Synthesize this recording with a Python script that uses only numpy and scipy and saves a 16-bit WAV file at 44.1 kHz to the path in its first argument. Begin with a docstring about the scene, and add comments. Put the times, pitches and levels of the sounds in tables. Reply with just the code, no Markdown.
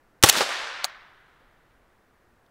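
"""One shot from a suppressed 9 mm carbine at an outdoor gravel range, heard from close by.
Shaped noise makes the muzzle cough, the action contacts, the bullet's thud and the trigger reset click.
Decaying modes ring the suppressor, receiver and sear; a decaying sine is the low pressure swing.
The slopes return a slap and a hissing echo, band-split noise that dulls as it dies.
Quiet air, a light breeze and faint knocks lie behind."""
import sys
import numpy as np
from scipy import signal
from scipy.fft import rfft, irfft
from scipy.io import wavfile
from scipy.ndimage import uniform_filter1d

SR = 44100
rng = np.random.default_rng(int(sys.argv[2]) if len(sys.argv) > 2 else 0)


def store_wav(level_fs):
    """Save 16-bit WAV to argv[1]."""
    pcm = np.round(np.clip(np.atleast_2d(level_fs), -1, 1) * 32767)
    wavfile.write(sys.argv[1], SR, pcm.T.astype(np.int16))


N = 110250

# Spectra set colour only: their dB per Hz are relative.
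# Outdoor background. Each row: frequency in Hz, density in dB per Hz.
AIR_SPECTRUM = [(20, -5), (55, -13), (110, -12), (180, -14.5), (360, -13), (700, -16), (1000, -17.5),
                (1700, -18), (2400, -27.5), (3540, -33.5), (7000, -39), (15500, -41)]
AIR_DB = -63
# Wind on the microphone. Each row: frequency in Hz, density in dB per Hz.
WIND_SPECTRUM = [(15, -5), (30, 0.5), (55, -4), (85, -9), (160, -24), (500, -50.5), (4000, -90)]
# Wind level over time. Each row: time in seconds, level in dB.
WIND_LEVEL_DB = [(0, -75), (.5, -80), (.61, -62), (.72, -77), (1.32, -77.5), (1.4, -65.5), (1.8, -68),
                 (2.0, -75), (2.5, -70.5)]

# Faint knocks after the shot. Each row: start in seconds, level in dB, centre in Hz, T60 in seconds.
KNOCK_EVENTS = [(1.402, -54.5, 560, .09), (1.703, -66, 1800, .1), (2.461, -67.5, 3650, .02)]
# Colour of a knock. Each row: multiple of the centre frequency, density in dB per Hz.
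KNOCK_SPECTRUM = [(.2, -26), (.65, -9), (1, 0), (1.5, -11), (2.5, -26), (10, -60)]

# Scatter from the gravel slopes. Each row: frequency in Hz, initial density in dB per Hz, decay in dB per s.
SCATTER_BANDS = [(60, -17.5, 120), (151, -11, 95), (300, -4, 59.5), (560.3, 0.5, 41), (850, -1.5, 31),
                 (1300, -2, 21), (1800, -1.5, 21.5), (2501, -4, 29), (3600, -3.5, 33.5), (5505, -6.5, 44.5),
                 (8400, -8, 70.5), (12000, -12.5, 94.5), (15500, -18, 113)]
SCATTER_DB = -19
# Scatter level relative to SCATTER_DB. Each row: time in seconds, level in dB.
SCATTER_LEVEL_DB = [(.245, -3.5), (0.281, 1), (.303, -12), (.312, -6.5), (.33, -5.5), (.35, -1), (.38, 0.5),
                    (.425, 1.5), (.465, -2.5), (.52, -0.6), (.6, -0.95), (.835, -.5), (.865, -5),
                    (1.0, -11.5), (1.2, -24)]
SCATTER_RISE_S, GRAIN_DB, GRAINS_PER_S = 0.0054, 1.5, 350
PATCH_DB, PATCHES_PER_S = 1.2, 30  # uneven ground makes each band swell and fade
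# Distant echo. Each row: frequency in Hz, density in dB per Hz.
FAR_SPECTRUM = [(300, -24.5), (600, -7.5), (1000, 1), (1500, 3), (2000, -0.5), (2600, -8), (3600, -9),
                (5000, -21.5), (8000, -38), (15000, -56)]
FAR_DB, FAR_T60_S = -37.5, 2.7

# Return from the nearest slope. Each row: frequency in Hz, density in dB per Hz.
SLAP_SPECTRUM = [(40, -28), (150, -0.5), (300, 3.5), (550, -16), (1500, -13), (4000, 3), (7000, -6.5),
                 (15000, -17)]
SLAP_S, SLAP_DB, SLAP_T60_S = .36, -24.5, .16

# Trigger reset contacts. Each row: start in seconds, level in dB, T60 in seconds.
RESET_CONTACTS = [(.8392, -43, .015), (.8433, -17.5, 0.017), (0.8436, -29, 0.011), (0.8488, -28.5, .026)]
# Sear contact colour. Each row: frequency in Hz, density in dB per Hz.
SEAR_SPECTRUM = [(30, -33.5), (190, -23), (460, -19.5), (590, 0), (800, 2.5), (1000, -3.5), (1400, 3),
                 (1900, -9.5), (2600, -2.5), (4600, -2), (5300, -10.5), (6300, -2), (7200, -7),
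                 (11000, -11.5), (12800, -17), (14800, -15)]
# Sear ringing. Each row: frequency in Hz, level in dB, T60 in seconds.
SEAR_RING_MODES = [(775, -30.5, .03), (1410, -33, 0.026), (4130, -12.5, 0.0074), (4530, -18, 0.015)]
SEAR_RING_S = .8441
SEAR_SCATTER_DB, SEAR_SCATTER_T60_S = -51, .17  # the click coming back off the gravel

# Bullet hitting the bank and throwing gravel. Each row: start in seconds, level in dB, T60 in seconds.
BANK_IMPACTS = [(0.4061, -17, 0.063), (0.4161, -25, 0.038)]
# Impact colour. Each row: frequency in Hz, density in dB per Hz.
EARTH_SPECTRUM = [(30, -43), (100, -19), (280, -16.5), (420, 4), (600, 0.5), (780, -6), (1150, -1),
                  (2200, -11.5), (3200, -16), (4500, -10.5), (8000, -27), (15000, -58)]

# Steel contacts, in order: hammer, bolt at the rear (2), next round stripped and fed (4), bolt closing,
# two last contacts. Each row: start in seconds, level in dB, T60 in seconds.
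ACTION_CONTACTS = [(0.2269, -13, 0.012), (0.26, -18.5, .010), (0.2725, -24.5, .012), (.2870, -16.5, .02),
                   (0.2879, -9, .016), (0.291, -13, 0.035), (0.2937, -9, 0.02), (0.2965, -2.5, .010),
                   (0.302, -23.5, .010), (0.3264, -22.5, 0.0082)]
# Steel contact colour. Each row: frequency in Hz, density in dB per Hz.
CONTACT_SPECTRUM = [(40, -40.5), (200, -19), (500, -9), (900, -4), (1800, -3.5), (3000, -1), (4400, 0),
                    (5150, -9), (6100, -1.5), (7700, -1), (8300, -7), (9200, -3.5), (10300, -4),
                    (12600, -12), (13500, -6), (14200, -12.5), (15500, -16)]
CONTACT_HOLD_S = .0013
# Receiver ringing. Each row: frequency in Hz, level in dB relative to hit and STEEL_DB, T60 in seconds.
STEEL_MODES = [(787, -22.5, .14), (2522, -18.5, 0.11), (2725, -18, .13), (2850, -20, 0.083),
               (3036, -19.5, .12), (3325, -18.5, .15), (3545, -19.5, .16), (4480, -19, .06),
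               (5480, -18, .09), (5900, -17.5, .09), (6460, -19, .06), (6950, -20, .09), (7700, -20, .05)]
STEEL_DB, STEEL_SHOT_DB = -8, 0  # ring gain; strength of the shot as a hit

# Gas leaving the suppressor. Each row: frequency in Hz, density in dB per Hz.
BLAST_SPECTRUM = [(40, -22), (140, -6), (220, -9.5), (310, 1), (540, -8.5), (700, -10), (820, 0),
                  (1000, -7.5), (1200, 2), (1450, -5.5), (2000, -2.5), (2200, -9.5), (3050, -2), (3700, -4),
                  (4550, -13.5), (5480, -3), (6400, -6), (7500, -9), (8500, -8.5), (9500, -11),
                  (12300, -15), (15500, -19)]
SHOT_S = .2359
BLAST_DB, BLAST_HOLD_S, BLAST_T60_S = 1, .0027, .026
THUMP_HZ, THUMP_DB, THUMP_RISE_S = 110, -11.5, .0035  # the pressure swing under the blast
# Hollow ring of the suppressor. Each row: frequency in Hz, level in dB, T60 in seconds.
SUPPRESSOR_MODES = [(330, -21.5, .07), (520, -15, .06), (820, -16.5, 0.067), (1190, -12, .035)]
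# Low rumble of the shot. Each row: frequency in Hz, density in dB per Hz.
RUMBLE_SPECTRUM = [(20, -2.5), (45, -0.5), (110, -2), (200, -13.5), (400, -32.5)]
RUMBLE_DB, RUMBLE_T60_S = -34, .24

CEILING, CLIP_HARDNESS = .97, 4
CUTOFF_HZ = 15750


def from_db(db):
    """Decibels to gain."""
    return 10 ** (np.asarray(db) / 20)


def rms_one(x):
    """Scale to unit power."""
    return x / np.sqrt(np.mean(x ** 2) + 1e-20)


def since(start_s):
    """Seconds since a moment, zero before it."""
    return np.maximum(np.arange(N) / SR - start_s, 0)


def bin_hz():
    """Frequencies of the FFT bins."""
    return np.arange(N // 2 + 1) * SR / N


def at_hz(points, hz, column=1):
    """Read a table's column on a log-frequency axis."""
    table = np.array(points)
    return np.interp(np.log(hz + 1e-3), np.log(table[:, 0]), table[:, column])


def at_time(points):
    """Read a (s, dB) table at every sample."""
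    return np.interp(since(0), *np.transpose(points))


def noise(spectrum):
    """Steady noise of a given colour, rms 1."""
    white = rfft(rng.standard_normal(N))
    return rms_one(irfft(white * from_db(at_hz(spectrum, bin_hz())), N))


def envelope(start_s, t60_s, hold_s=0, attack_s=0.00038):
    """Linear rise and exponential release; hold_s, counted from the start, delays the release."""
    rise = np.minimum(since(start_s) / attack_s, 1)
    return rise * from_db(-60 * since(start_s + hold_s) / t60_s)


def burst(spectrum, shape):
    """Noise under a short envelope, evened out so that even a brief burst has the given colour."""
    raw = rfft(noise(spectrum) * shape)
    power = np.maximum(uniform_filter1d(np.abs(raw) ** 2, size=300), 1e-20)
    colour = from_db(at_hz(spectrum, bin_hz()))
    evened = irfft(raw * colour / np.sqrt(power), N)
    gate = shape > 1e-4 * shape.max()
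    return rms_one(evened * gate) * np.sqrt(np.mean(shape ** 2))


def ring(hits, modes):
    """Each hit (s, dB) sets every mode, a two-pole resonator, ringing with a random strength."""
    out = np.zeros(N)
    for hz, level_db, t60_s in modes:
        clicks = np.full(N, 1e-18)  # tiny offset, inaudible
        for hit_s, hit_db in hits:
            clicks[int(hit_s * SR)] += from_db(hit_db + level_db + rng.standard_normal())
        radius = from_db(-60 / (t60_s * SR))
        angle = 2 * np.pi * hz / SR
        out += signal.lfilter([.5, 0, -.5], [1, -2 * radius * np.cos(angle), radius ** 2], clicks)
    highpass = signal.butter(2, modes[0][0] / 2, "high", fs=SR, output="sos")
    return signal.sosfilt(highpass, out)


def outdoors():
    """Quiet air as steady noise, and a light breeze on the microphone as low noise of varying level."""
    air = from_db(AIR_DB) * noise(AIR_SPECTRUM)
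    wind = from_db(at_time(WIND_LEVEL_DB)) * noise(WIND_SPECTRUM)
    return air + wind


def knocks():
    """Faint, soft knocks in the quiet after the shot: decaying noise around a centre frequency."""
    out = np.zeros(N)
    for start_s, level_db, centre_hz, t60_s in KNOCK_EVENTS:
        spectrum = [(centre_hz * multiple, density_db) for multiple, density_db in KNOCK_SPECTRUM]
        shape = envelope(start_s, t60_s, hold_s=0.004, attack_s=0.0026)
        out += from_db(level_db) * noise(spectrum) * shape
    return out


def slopes():
    """Dense reflections off the stones as noise; bass and treble die first, a distant echo lingers."""
    t, hz = since(SHOT_S), bin_hz()
    scatter = rfft(noise(SCATTER_BANDS))
    far = from_db(FAR_DB) * noise(FAR_SPECTRUM) * envelope(SHOT_S, FAR_T60_S, attack_s=.1)

    grain_s = np.arange(0, N / SR, 1 / GRAINS_PER_S)
    grain_db = GRAIN_DB * np.interp(t, grain_s, rng.standard_normal(len(grain_s)))

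    centres_hz = np.geomspace(60, 16000, 20)
    near = np.zeros(N)
    for centre_hz, share in zip(centres_hz, np.eye(len(centres_hz))):
        patches = rng.standard_normal(200)
        patch_db = PATCH_DB * np.interp(t * PATCHES_PER_S, np.arange(len(patches)), patches)
        decay_db = at_hz(SCATTER_BANDS, centre_hz, column=2) * t
        band = irfft(scatter * np.interp(hz, centres_hz, share), N)  # triangular bands
        near += band * from_db(patch_db - decay_db)

    rise = np.minimum(t / SCATTER_RISE_S, 1)
    return near * rise * from_db(SCATTER_DB + at_time(SCATTER_LEVEL_DB) + grain_db) + far


def slap():
    """The first broad return of the shot, with its bass still in it: one softened noise burst."""
    shape = envelope(SLAP_S, SLAP_T60_S, hold_s=0.014, attack_s=0.0069)
    return burst(SLAP_SPECTRUM, from_db(SLAP_DB) * shape)


def trigger():
    """The sear slips back in a few tiny contacts, rings briefly and scatters off the gravel."""
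    shape = sum(from_db(level_db) * envelope(start_s, t60_s, hold_s=0.00083)
                for start_s, level_db, t60_s in RESET_CONTACTS)
    cracks = burst(SEAR_SPECTRUM, shape)
    scatter_shape = envelope(SEAR_RING_S, SEAR_SCATTER_T60_S, attack_s=.005)
    scatter = from_db(SEAR_SCATTER_DB) * noise(SEAR_SPECTRUM) * scatter_shape
    return cracks + scatter + ring([(SEAR_RING_S, 0)], SEAR_RING_MODES)


def bullet():
    """A dull smack from the bank: soft-edged noise bursts."""
    shape = sum(from_db(level_db) * envelope(start_s, t60_s, hold_s=.003, attack_s=0.0016)
                for start_s, level_db, t60_s in BANK_IMPACTS)
    return burst(EARTH_SPECTRUM, shape)


def action():
    """Hammer and bolt: each contact cracks and rings the receiver; the shot rings it too."""
    cracks = np.zeros(N)
    hits = [(SHOT_S, STEEL_SHOT_DB)]
    for start_s, level_db, t60_s in ACTION_CONTACTS:
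        shape = envelope(start_s, t60_s, CONTACT_HOLD_S)
        cracks += burst(CONTACT_SPECTRUM, from_db(level_db) * shape)
        hits.append((start_s, level_db))
    return cracks + from_db(STEEL_DB) * ring(hits, STEEL_MODES)


def muzzle():
    """A short cough of gas rings the suppressor, over one low pressure swing and a brief rumble."""
    gas_shape = envelope(SHOT_S, BLAST_T60_S, BLAST_HOLD_S, attack_s=0.00045)
    gas = burst(BLAST_SPECTRUM, from_db(BLAST_DB) * gas_shape)

    t = since(SHOT_S)
    swell = (t / THUMP_RISE_S) * np.exp(1 - t / THUMP_RISE_S)  # peaks at 1 after THUMP_RISE_S
    thump = from_db(THUMP_DB) * swell * np.sin(2 * np.pi * THUMP_HZ * t)

    hollow_ring = ring([(SHOT_S, 0)], SUPPRESSOR_MODES)
    rumble = from_db(RUMBLE_DB) * noise(RUMBLE_SPECTRUM) * envelope(SHOT_S, RUMBLE_T60_S)
    return gas + thump + hollow_ring + rumble


def scene():
    """The gun, the bank and the echoes over quiet outdoor air, in one channel."""
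    background = outdoors() + knocks()
    echoes = slopes() + slap()
    gun = trigger() + action() + muzzle()
    return (background + echoes + bullet() + gun)[None]


def record(dry):
    """The loudest peaks overload the input, which rounds them off; a steep low-pass cuts the top."""
    clipped = dry / (1 + np.abs(dry / CEILING) ** CLIP_HARDNESS) ** (1 / CLIP_HARDNESS)
    lowpass = signal.ellip(12, .2, 70, CUTOFF_HZ, fs=SR, output="sos")  # .2 dB ripple, 70 dB stop
    return signal.sosfilt(lowpass, clipped)


dry = scene()
out = record(dry)
store_wav(out)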